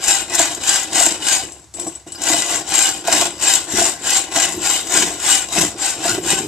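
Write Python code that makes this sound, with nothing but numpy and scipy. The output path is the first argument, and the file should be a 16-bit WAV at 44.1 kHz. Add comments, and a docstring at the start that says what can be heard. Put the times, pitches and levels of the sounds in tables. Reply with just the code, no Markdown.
"""Hacksaw on a steel tube

In a garage, close to two microphone ports, a hand hacksaw cuts a tube in a bench vise and pauses once to reseat.
Tooth blows and tearing chips, paced by each stroke, drive resonant bodies: tube, blade, frame and bench.
Noise bursts and damped notes add snags, knocks, taps, low thumps and a squeak; swelling noise makes the rattles.
Short reflections surround the saw, and quiet room noise with a wavering hum lies behind it."""
import sys
import numpy as np
from scipy import signal
from scipy.fft import rfft, irfft, next_fast_len
from scipy.io import wavfile
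from scipy.ndimage import uniform_filter1d, map_coordinates

SR = 44100
rng = np.random.default_rng(int(sys.argv[2]) if len(sys.argv) > 2 else 0)


def generate_wav(signal):
    """Clip the signal to [-1, 1] and save it as 16-bit WAV at the path in sys.argv[1]."""
    frames = np.transpose(np.atleast_2d(signal))
    scaled = np.clip(frames, -1, 1) * 32767
    pcm = np.round(scaled).astype(np.int16)
    wavfile.write(sys.argv[1], SR, pcm)


N = 285327

# Forward strokes. Each row: start in seconds, length in seconds, share of it spent swelling (0-1),
# then relative levels in dB of the tube ring, the blade rasp, and the frame and bench shake.
PUSHES = [(.28, .32, 0.42, -2.5, -1, 0.5), (.90, 0.31, 0.33, 0.5, .5, 1.5),
          (2.18, 0.33, 0.46, -1.5, -1, -1.5), (2.40, .25, 0.52, -5, -3.5, -1),
          (3.04, 0.31, 0.44, -1, 1, 2.5), (3.68, .30, 0.51, 1, 0, -0.5), (4.30, .29, 0.39, -1, -0.5, 1.5),
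          (4.85, 0.36, 0.37, -1, -0.5, 0.5), (5.49, .26, .38, -1, -1.5, -1), (6.0, 0.2, 0.38, -1, 0, 1)]
# Return strokes. Each row: the same columns as the forward strokes.
PULLS = [(-.005, 0.29, 0.38, -0.5, -1, -0.52), (.60, 0.31, 0.38, .5, .5, 0.18),
         (1.20, 0.26, 0.46, 1, 0.5, 0.62), (2.65, .36, 0.47, 1.5, 0.5, 0.97), (3.38, .29, 0.43, 2, .5, 1),
         (4.0, 0.28, 0.54, .5, 0, 0.62), (4.59, .28, 0.44, 0, -0.5, -0.53),
         (5.19, .29, .45, 2.5, 0.5, 0.77), (5.77, 0.24, 0.36, -2, -3.5, -1.17),
         (6.22, 0.26, 0.33, -1.5, -2.5, 0.56)]
# The unloaded blade slides in the slot during the pause.
# Each row: start in seconds, length in seconds at which the fast fade begins, relative level in dB.
SLIDES = [(1.427, 0.22, -38.5), (1.735, .05, -41.5), (1.779, 0.22, -35), (2.061, 0.095, -43)]
# How hard each part is driven. Each holds: dB at full speed on the push, dB on the pull, drop at the turns in dB.
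TUBE_DRIVE = (-16, -16.5, 23.4)
BLADE_DRIVE = (-20.5, -20, 20.46)
FRAME_DRIVE = (-28.5, -30.5, 15.6)
BENCH_DRIVE = (-34, -37, 6)

# Broad colour of the pressed tube, the lightly touched tube, blade, saw frame and bench.
# Each row: frequency in Hz, relative level in dB.
TUBE_COLOUR = [(3000, -42.5), (4600, -12.5), (5800, -11.5), (7000, -4.5), (8200, -5.5), (9000, -10.5),
               (10000, -17.5), (11500, -20), (14000, -22.5)]
FREE_TUBE_COLOUR = [(2000, -26), (5000, -15), (6500, -12), (7800, -2), (9000, -9), (10500, -20),
                    (14000, -36)]
BLADE_COLOUR = [(700, -42), (1150, -3.5), (1350, -7), (1600, -4), (2250, -1.5), (3300, 0), (4500, -2),
                (6000, -0.5), (9000, -33)]
FRAME_COLOUR = [(300, -30.5), (480, -9), (600, -0.5), (800, -1), (1100, 0.5), (1300, -22.5), (2000, -25)]
BENCH_COLOUR = [(25, -17), (60, -9), (110, -4.5), (200, -4.5), (400, -2.5), (520, -2.5), (800, -9),
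                (2000, -70)]
# Resonances over those colours. Each row: frequency in Hz, width in Hz, height in dB on the push, on the pull.
TUBE_MODES = [(5780, 170, 9, 3.5), (6710, 146, 4.5, 2), (6985, 480, 4, 4), (7560, 223, 11, 11),
              (8240, 120, 5.5, 6.5), (10550, 200, 5.5, 3.5)]
FREE_TUBE_MODES = [(5840, 84, 16, 9), (7620, 100, 11.5, 16), (7870, 110, 16, 6)]
BLADE_MODES = [(1427, 55, 9.8, 8.8), (1572, 256, 9.1, 6.7), (1989, 80, 10.7, 6), (2482, 69, 5.6, 7.4),
               (2670, 150, 3.3, 1.8), (2944, 163, 7.7, 10.1), (3823, 285, 7.2, 6.8), (4963, 110, 9.2, 9.1)]
FRAME_MODES = [(692.3, 50, 10.5, 7), (778.4, 35, 7, 15), (879, 26, 2, 7), (1041, 53, 3.5, 5.5)]
BENCH_MODES = [(182, 12, 4.7, 1), (311.4, 60, 9.3, 7.6), (352.7, 84, 9.6, 5.7)]
# Bending modes of the free blade span on the pull. Each row: frequency at mid-stroke in Hz, relative level in dB.
SPAN_MODES = [(800, -4), (1560, -4.5)]

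# A tooth catches hard on the tube wall. Each row: time in seconds, strength in dB, rasp against that in dB.
SNAGS = [(.0388, -7, -8), (.0812, 2.5, -12.5), (.3506, 0, -27), (.3925, 0, -5), (.5477, -12, -12),
         (.635, -11, -3), (.6915, 0, -12), (.758, -5, -3), (.831, -9.5, -20), (.9307, -11.5, -4),
         (.9996, 0, -8), (1.062, 0.5, -9), (1.284, -4, -3.5), (2.2173, -9.5, -20), (2.2348, -8, -9),
         (2.2942, -6, -19), (2.4204, -7, -2.5), (2.789, -3, -9), (3.0734, -7.5, -7), (3.1255, 0, -10),
         (3.2111, -4.5, -6), (3.5364, 0.5, -12), (4.1031, -2, -16), (4.17, -2, -10), (4.3218, -20, 0),
         (4.361, -3.5, -2), (4.3989, -2.5, -4), (4.4514, -7, -1.5), (4.8702, -14, -8), (5.0233, -6, 0),
         (5.1998, -14, -5), (5.3252, -3, -7)]
# The saw frame jolts the vise.
# Each row: time in seconds, strength in dB, frame ring against that in dB, bench ring in Hz.
KNOCKS = [(.393, -12.5, 0, 316), (0.922, -18, -13, 335), (1.007, -20.5, 7, 303), (1.064, -16.5, -3, 315),
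          (1.784, -21, -13.5, 308), (1.865, -10, -12.5, 332.3), (2.065, -24, -19, 341.7),
          (2.299, -13, -4, 307.6), (2.337, -12, -3.5, 355.5), (3.08, -17, 4, 343.4),
          (3.128, -12, -0.5, 297), (3.217, -20.5, 1.5, 287), (3.781, -8, -8.5, 365),
          (3.814, -18.5, 1.5, 361), (4.365, -12, -2.5, 292), (5.558, -13, -6, 338), (5.628, -5.5, -18, 305),
          (5.74, -13.5, -30, 356), (6.05, -14, -1, 326), (6.178, -7, -26, 367)]
# The resting blade touches the tube. Each row: time in seconds, strength in dB.
TAPS = [(1.521, -22), (1.7394, -17), (1.797, -9.5), (1.8686, -16), (1.8805, -19), (1.952, -19),
        (2.1208, -15)]
# Short, deep thumps around 48 Hz. Each row: time in seconds, level in dB.
THUMPS = [(.081, -31), (0.39, -35), (.691, -39), (.999, -42), (3.778, -33)]
# The bench rocks and rattles under the later strokes.
# Each row: time of its height in seconds, length in seconds, rattle level in dB, deep boom level in dB.
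RATTLES = [(3.166, 0.15, -31, -48), (3.782, 0.15, -28, -32.5), (4.577, 0.3, -33, -44),
           (5.029, 0.27, -28.5, -41), (5.614, 0.2, -25.5, -32), (6.15, 0.26, -28, -36.5),
           (6.372, 0.38, -29.5, -40)]
# Colour of the rattle and of the boom. Each row: frequency in Hz, relative level in dB.
RATTLE_COLOUR = [(60, -34.5), (130, -8.5), (220, -4), (260, -8.5), (380, -0.5), (480, -6.5), (800, -33)]
BOOM_COLOUR = [(30, -31), (50, -16), (64, 2), (82, -7), (105, 5.5), (135, -6), (200, -22)]
# Resonances of the rattle. Each row: frequency in Hz, width in Hz, height in dB, an unused second height.
RATTLE_MODES = [(168, 27, 9, 5), (215, 13, 10, 4), (301, 75, 8.5, 7), (351, 69, 8, 8)]

# Level between the microphone ports. Each row: frequency in Hz, left minus right in dB.
LEFT_OVER_RIGHT = [(100, 1.3), (500, -1), (1400, 1), (2800, 2.5), (5000, 2), (7500, 7.5), (10000, 10.5),
                   (13000, 18)]
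# Each resonance reaches the two ports with its own phase. Each row: frequency in Hz, lead of the left in radians.
PORT_PHASE = [(0, -0.022), (2500, 0.025), (2930, -0.14), (3360, -1), (3790, -1.2), (4820, -1.4),
              (5170, -0.38), (5770, -1.46), (6550, -0.45), (7670, 1), (8700, -1.3), (10800, -1),
              (13600, -1.1), (14600, -0.25)]
# The right port's rasp from other stretches of the blade. Each row: frequency in Hz, share of power (0-1).
SCATTERED = [(500, .01), (1200, .08), (2200, .42), (4000, .68), (13000, .85)]
# Reflections against the direct sound. Each row: frequency in Hz, level in dB.
WET = [(100, -23.5), (500, -17), (1200, -9.5), (2800, -6.5), (7000, -10.5), (13000, 1)]
# Decay of the garage. Each row: frequency in Hz, time to fall 60 dB in seconds.
GARAGE = [(200, 0.11), (2000, 0.14), (8000, 0.19), (14000, 0.049)]
# Colour of the garage background. Each row: frequency in Hz, relative level in dB.
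FLOOR = [(15, -46), (25, -24), (60, -16), (80, 2), (100, 4.5), (244, -15), (335, -18), (554, -17),
         (684, -13), (1290, -19), (3440, -23), (5840, -18), (6330, -17), (7610, -16), (14000, -40)]

STROKE_TEETH = 175  # teeth across the tube wall in one stroke, before the pace wavers
SWELL_POWER, FADE_POWER = 2.38, 1.52  # bend of the level's rise and fall: higher holds the top longer
STOP_DB_PER_S = 247  # extra fade beyond either end of a stroke, or after a slide
SLIDE_RISE_S, SLIDE_FADE_DB_PER_S = 0.0093, 81
SNAG_T60_S = .035  # chatter after a catch
CATCH_DB, CATCH_SPREAD_DB = 5, 6.5  # lesser catches: strength against the tube's drive, and scatter either way
CATCH_RASP_DB = -4.5  # their rasp against their crack
TOP_HZ = 14250  # band limit


def sawing(levels_db, shake_db):
    """The cut drives tube, blade, frame and bench; the saw rings differently when pushed and pulled."""
    tube_db, blade_db, frame_db, bench_db = levels_db
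    push, pull = tooth_rate(PUSHES), tooth_rate(PULLS)
    pulling = pull > 1
    judder_db = shake_db * np.where(pulling, .85, 1.15)

    def part(colour, modes, tooth_share, own_db):
        """One body driven by its own draw of the cutting force."""
        force = cutting_force(push + pull, tooth_share, scatter_db=5.5, judder_db=judder_db + own_db * wobble(300))
        pushed = ring(force * ~pulling, colour, modes)
        pulled = ring(force * pulling, colour, modes, pulling=True)
        return unit(pushed + pulled)

    pressed = flaring(part(TUBE_COLOUR, TUBE_MODES, tooth_share=0.36, own_db=2.9), depth_db=3.5)
    free = part(FREE_TUBE_COLOUR, FREE_TUBE_MODES, tooth_share=0.088, own_db=3.5)
    # a light touch damps the tube less, so its main mode sings out at the turns
    lightness = 0.73 / (1.5 + np.exp((tube_db + 31.5) / 5))
    tube = np.sqrt(1 - lightness) * pressed + np.sqrt(lightness) * free
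    blade = flaring(part(BLADE_COLOUR, BLADE_MODES, tooth_share=0.22, own_db=0.25), depth_db=3.0)
    frame = part(FRAME_COLOUR, FRAME_MODES, tooth_share=0.15, own_db=0.3) + blade_span(glide=.22, width_hz=42)
    bench = part(BENCH_COLOUR, BENCH_MODES, tooth_share=0.075, own_db=2.3)
    return amp(tube_db) * tube + amp(blade_db) * blade + amp(frame_db) * frame + amp(bench_db) * bench


def tooth_rate(strokes):
    """Teeth per second: the blade speeds up from rest and stops again; a shorter stroke is a faster one."""
    t, rate = np.arange(N) / SR, np.zeros(N)
    for start, length, *_ in strokes:
        fastest = STROKE_TEETH * np.pi / (2 * length)
        rate += fastest * np.sin(np.pi * np.clip((t - start) / length, 0, 1))
    return rate


def cutting_force(rate, tooth_share, scatter_db, judder_db):
    """One blow per tooth plus the tearing of its chip; the hand-held blade judders."""
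    passed = np.cumsum((rate + 40) * amp(.35 * wobble(70))) / SR  # teeth so far
    blows = np.diff(np.floor(passed), prepend=0) * amp(scatter_db * rng.standard_normal(N))
    blows = unit(blows / np.sqrt(rate + 200))
    tearing = unit(rng.standard_normal(N) * np.exp(-1.2 * (passed % 1)))
    share = tooth_share * rate / rate.max()  # separate blows count most at full speed
    return unit((np.sqrt(share) * blows + np.sqrt(1 - share) * tearing) * amp(judder_db))


def flaring(x, depth_db):
    """Resonances flare and fade as the contact moves along the blade."""
    spectrum = signal.stft(x, nperseg=512)[2]
    field = uniform_filter1d(rng.standard_normal(spectrum.shape), 2, 0)  # smooth over frequency
    field = uniform_filter1d(field, 9, 1)  # and over time
    return unit(signal.istft(spectrum * amp(depth_db * unit(field)), nperseg=512)[1][:N])


def blade_span(glide, width_hz):
    """The free span of the blade sings a rough note that sinks through each pull."""
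    along_pull, out = travel(PULLS), np.zeros(N)
    for hz, db in SPAN_MODES:
        phase = 2 * np.pi * np.cumsum(hz * (1 + glide * (.5 - along_pull))) / SR
        out += amp(db) * (wobble(width_hz) * np.sin(phase) + wobble(width_hz) * np.cos(phase))
    return out * np.sin(np.pi * along_pull)


def travel(strokes):
    """How far the blade is through its stroke, 0-1; zero between these strokes."""
    t, out = np.arange(N) / SR, np.zeros(N)
    for start, length, *_ in strokes:
        inside = (t >= start) & (t < start + length)
        out[inside] = (t[inside] - start) / length
    return out


def drive(law, column, slide_db):
    """Level of one part in dB, from the pushes, the pulls and the light slides, added as powers."""
    push_db, pull_db, drop_db = law
    power = amp(push_db) ** 2 * stroke_power(PUSHES, drop_db, column)
    power += amp(pull_db) ** 2 * stroke_power(PULLS, drop_db, column)
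    for s, length, db in SLIDES:
        age = np.maximum(np.arange(N) / SR - s, 0)
        fade_db = SLIDE_FADE_DB_PER_S * age + STOP_DB_PER_S * np.maximum(age - length, 0)
        power += ((1 - np.exp(-age / SLIDE_RISE_S)) * amp(db + slide_db - fade_db)) ** 2
    return 10 * np.log10(power + 1e-12)


def stroke_power(strokes, drop_db, column):
    """Each stroke swells to its loudest point and fades towards the turn."""
    t, power = np.arange(N) / SR, np.zeros(N)
    for start, length, share, *levels_db in strokes:
        near = np.abs(t - start - length / 2) < length
        u = (t[near] - start) / length  # 0-1 through the stroke
        swell = np.clip(1 - u / share, 0, 1) ** SWELL_POWER
        fade = np.clip((u - share) / (1 - share), 0, 1) ** FADE_POWER
        outside_s = np.maximum(np.abs(u - .5) - .5, 0) * length
        level_db = dict(zip(("ring", "rasp", "shake"), levels_db))[column]
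        power[near] += amp(level_db - drop_db * (swell + fade) - STOP_DB_PER_S * outside_s) ** 2
    return power


def snags(tube_db, count=24):
    """A caught tooth breaks free with a bright crack and a short chatter; lesser catches come by chance."""
    at = rng.integers(0, N, count)
    strength_db = tube_db[at] + CATCH_DB + CATCH_SPREAD_DB * rng.uniform(-1, 1, count)
    lesser = np.column_stack([at / SR, strength_db, np.full(count, CATCH_RASP_DB)])
    s, db, rasp_db = np.vstack([SNAGS, lesser]).T
    crack = bursts(s, db - 8.5, rise=0.00035, t60=SNAG_T60_S)
    rasp = bursts(s, db + rasp_db - 8.5, rise=0.00072, t60=SNAG_T60_S)
    return ring(crack, TUBE_COLOUR, TUBE_MODES) + ring(rasp, BLADE_COLOUR, BLADE_MODES)


def taps():
    """With no pressure on it the tube rings clearer; the teeth skitter briefly after each touch."""
    s, db = np.transpose(TAPS)
    touch = bursts(s, db - 2.5, rise=0.00034, t60=0.0067)
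    skitter = bursts(s, db - 13.0, rise=.002, t60=0.073)
    return ring(touch + skitter, FREE_TUBE_COLOUR, FREE_TUBE_MODES)


def squeak(start, level_db, pitch_hz):
    """The blade squeaks once as it slips back into the slot: a noise burst through a narrow resonance."""
    rub = bursts([start], [level_db], rise=0.0054, t60=0.053)
    return ring(rub, [(4000, -32), (4900, 3), (6000, -21)], [(pitch_hz, 300, 12, 12)])


def knocks():
    """A jolt thumps the bench and rings both it and the lowest mode of the saw frame."""
    s, db, frame_db, bench_hz = np.transpose(KNOCKS)
    thump = ring(bursts(s, db - 14.0, rise=0.0011, t60=0.065), BENCH_COLOUR, BENCH_MODES)
    bench = tones(s, db - 13.5, bench_hz, rise=0.0038, t60=.12)
    clack = ring(bursts(s, db + frame_db - 6, rise=0.0033, t60=0.046), FRAME_COLOUR, FRAME_MODES)
    frame = tones(s, db + frame_db - 3, pitches_hz=680.0, rise=0.0014, t60=0.11)
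    return thump + bench + clack + frame


def low_thumps():
    """Soft, deep, quickly damped low notes at the listed times."""
    s, db = np.transpose(THUMPS)
    return tones(s, db, pitches_hz=48, rise=0.0018, t60=0.041)


def rattles(lumpy_db):
    """The rocking bench rattles and booms in uneven swells of noise."""
    t = np.arange(N) / SR
    s, length, rattle_db, boom_db = np.transpose(RATTLES)[..., None]
    swells = np.cos(np.pi * np.clip((t - s) / length, -.5, .5))

    def shaking(db):
        """Lumpy noise under all the swells."""
        lumpy = unit(rng.standard_normal(N) * amp(lumpy_db * wobble(70)))
        return (amp(db) * swells).sum(axis=0) * lumpy

    return ring(shaking(rattle_db), RATTLE_COLOUR, RATTLE_MODES) + ring(shaking(boom_db), BOOM_COLOUR, [])


def microphones(cut, elsewhere, hits):
    """The left port faces the cut; the right is shaded in the treble and hears more of the rest of the saw."""
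    def share(hz):
        return np.outer([0, 1], along(SCATTERED, hz))

    def wet(hz):
        return amp(along(WET, hz))

    def phase(hz):
        return np.exp(np.outer([.5j, -.5j], along(PORT_PHASE, hz)))

    def ports(hz):
        level = amp(np.outer([.5, -.5], along(LEFT_OVER_RIGHT, hz)))
        return level / level.mean(axis=0) / np.sqrt(1 + wet(hz) ** 2)

    rasp = filtered(cut, lambda hz: np.sqrt(1 - share(hz)))
    rasp = rasp + filtered(elsewhere, lambda hz: np.sqrt(share(hz)))
    direct = filtered(rasp + hits, phase)
    room = filtered(reflections(cut + hits, GARAGE), wet)
    return filtered(direct + room, ports)


def reflections(x, decay, size=8192):
    """Surfaces around the cut answer; the pattern shifts as the saw and arms move."""
    out = np.zeros((2, N + SR))
    padded, window = np.pad(x, size), signal.get_window("hann", 2 * size)
    for start in range(0, N + size, size):
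        # a fresh decaying noise tail for each overlapping piece
        hz, t, z = signal.stft(rng.standard_normal((2, SR // 4)), SR, nperseg=256)
        tail = signal.istft(z * amp(-60 * t / along(decay, hz)[:, None]), SR, nperseg=256)[1]
        tail = tail / np.linalg.norm(tail, axis=1, keepdims=True)
        piece = padded[start:start + 2 * size]
        answer = signal.fftconvolve((piece * np.sqrt(window[:len(piece)]))[None], tail, axes=1)
        out[:, start:start + answer.shape[1]] += answer
    return out[:, size:size + N]


def background():
    """Quiet room noise, partly shared by both ports, with a faint, wavering hum."""
    noise = rng.standard_normal(N) + 0.46 * rng.standard_normal((2, N))
    room = unit(filtered(noise, lambda hz: amp(along(FLOOR, hz))))
    hum = np.sin(2 * np.pi * 67 * np.arange(N) / SR + 1.0 * wobble(8)) * amp(3.4 * wobble(17))
    return amp(-50.0) * room + amp(-53) * hum


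def ring(x, colour, modes, pulling=False, size=8192):
    """x through a causal, minimum-phase body of unit energy: a broad colour with resonances on it."""
    hz = np.fft.rfftfreq(size, 1 / SR)
    db = along(colour, hz)
    for centre, width, push_db, pull_db in modes:
        db = db + (pull_db if pulling else push_db) / (1 + (2 * (hz - centre) / width) ** 2)
    cepstrum = irfft(np.log(amp(db)))[:size // 2]
    response = irfft(np.exp(rfft(2 * cepstrum, size)))
    return signal.oaconvolve(x, response / np.linalg.norm(response))[:N]


def bursts(times, levels_db, rise, t60):
    """Short bursts of noisy chatter that swell and die away."""
    out, t = np.zeros(N + SR), np.arange(SR // 5) / SR
    shape = (1 - np.exp(-t / rise)) * amp(-60 * t / t60)
    for s, db in zip(times, levels_db):
        out[round(s * SR):][:len(t)] += amp(db) * shape / shape.max() * rng.standard_normal(len(t))
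    return out[:N]


def tones(times, levels_db, pitches_hz, rise, t60):
    """Damped notes whose phase wanders a little."""
    out, t = np.zeros(N + SR), np.arange(SR // 4) / SR
    shape = (1 - np.exp(-t / rise)) * amp(-60 * t / t60)
    for s, db, hz in np.broadcast(times, levels_db, pitches_hz):
        wander = 0.028 * np.cumsum(rng.standard_normal(len(t)))
        out[round(s * SR):][:len(t)] += amp(db) * shape / shape.max() * np.sin(2 * np.pi * hz * t + wander)
    return out[:N]


def filtered(x, response):
    """x times a response of frequency."""
    m = next_fast_len(N + SR // 4)
    return irfft(rfft(x, m) * response(np.fft.rfftfreq(m, 1 / SR)), m)[..., :N]


def wobble(rate):
    """A smooth random curve, rate knots a second."""
    return map_coordinates(rng.standard_normal(int(N * rate / SR) + 4), [np.arange(N) * rate / SR])


def along(points, hz):
    """Values between (Hz, value) points on a log axis."""
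    f, v = np.transpose(points)
    return np.interp(np.log(hz + 1), np.log(f + 1), v)


def amp(db):
    """Decibels to gain."""
    return 10 ** (np.asarray(db) / 20)


def unit(x):
    """Scaled to rms 1."""
    return x / np.sqrt(np.mean(x ** 2) + 1e-20)


def scene():
    """The saw, close to the microphones, in the garage; one judder of the hand shakes the whole cut."""
    shake_db = 1.29 * wobble(220) + 1.47 * wobble(60)
    levels_db = [drive(TUBE_DRIVE, "ring", slide_db=4), drive(BLADE_DRIVE, "rasp", slide_db=-1.5),
                 drive(FRAME_DRIVE, "shake", slide_db=-3), drive(BENCH_DRIVE, "shake", slide_db=2)]
    hits = snags(levels_db[0]) + taps() + knocks() + low_thumps() + rattles(lumpy_db=4)
    hits += squeak(start=2.149, level_db=-27, pitch_hz=4870)
    cut = sawing(levels_db, shake_db)
    elsewhere = sawing(levels_db, shake_db)  # other stretches of the blade
    return amp(1.11) * microphones(cut, elsewhere, hits) + background()


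def record(dry):
    """The loudest peaks are rounded off, then a steep filter removes what lies above the band limit."""
    clipped = dry / (1 + np.abs(dry / .97) ** 8) ** (1 / 8)
    return filtered(clipped, lambda hz: 1 / np.sqrt(1 + (hz / TOP_HZ) ** 200))


dry = scene()
out = record(dry)
generate_wav(out)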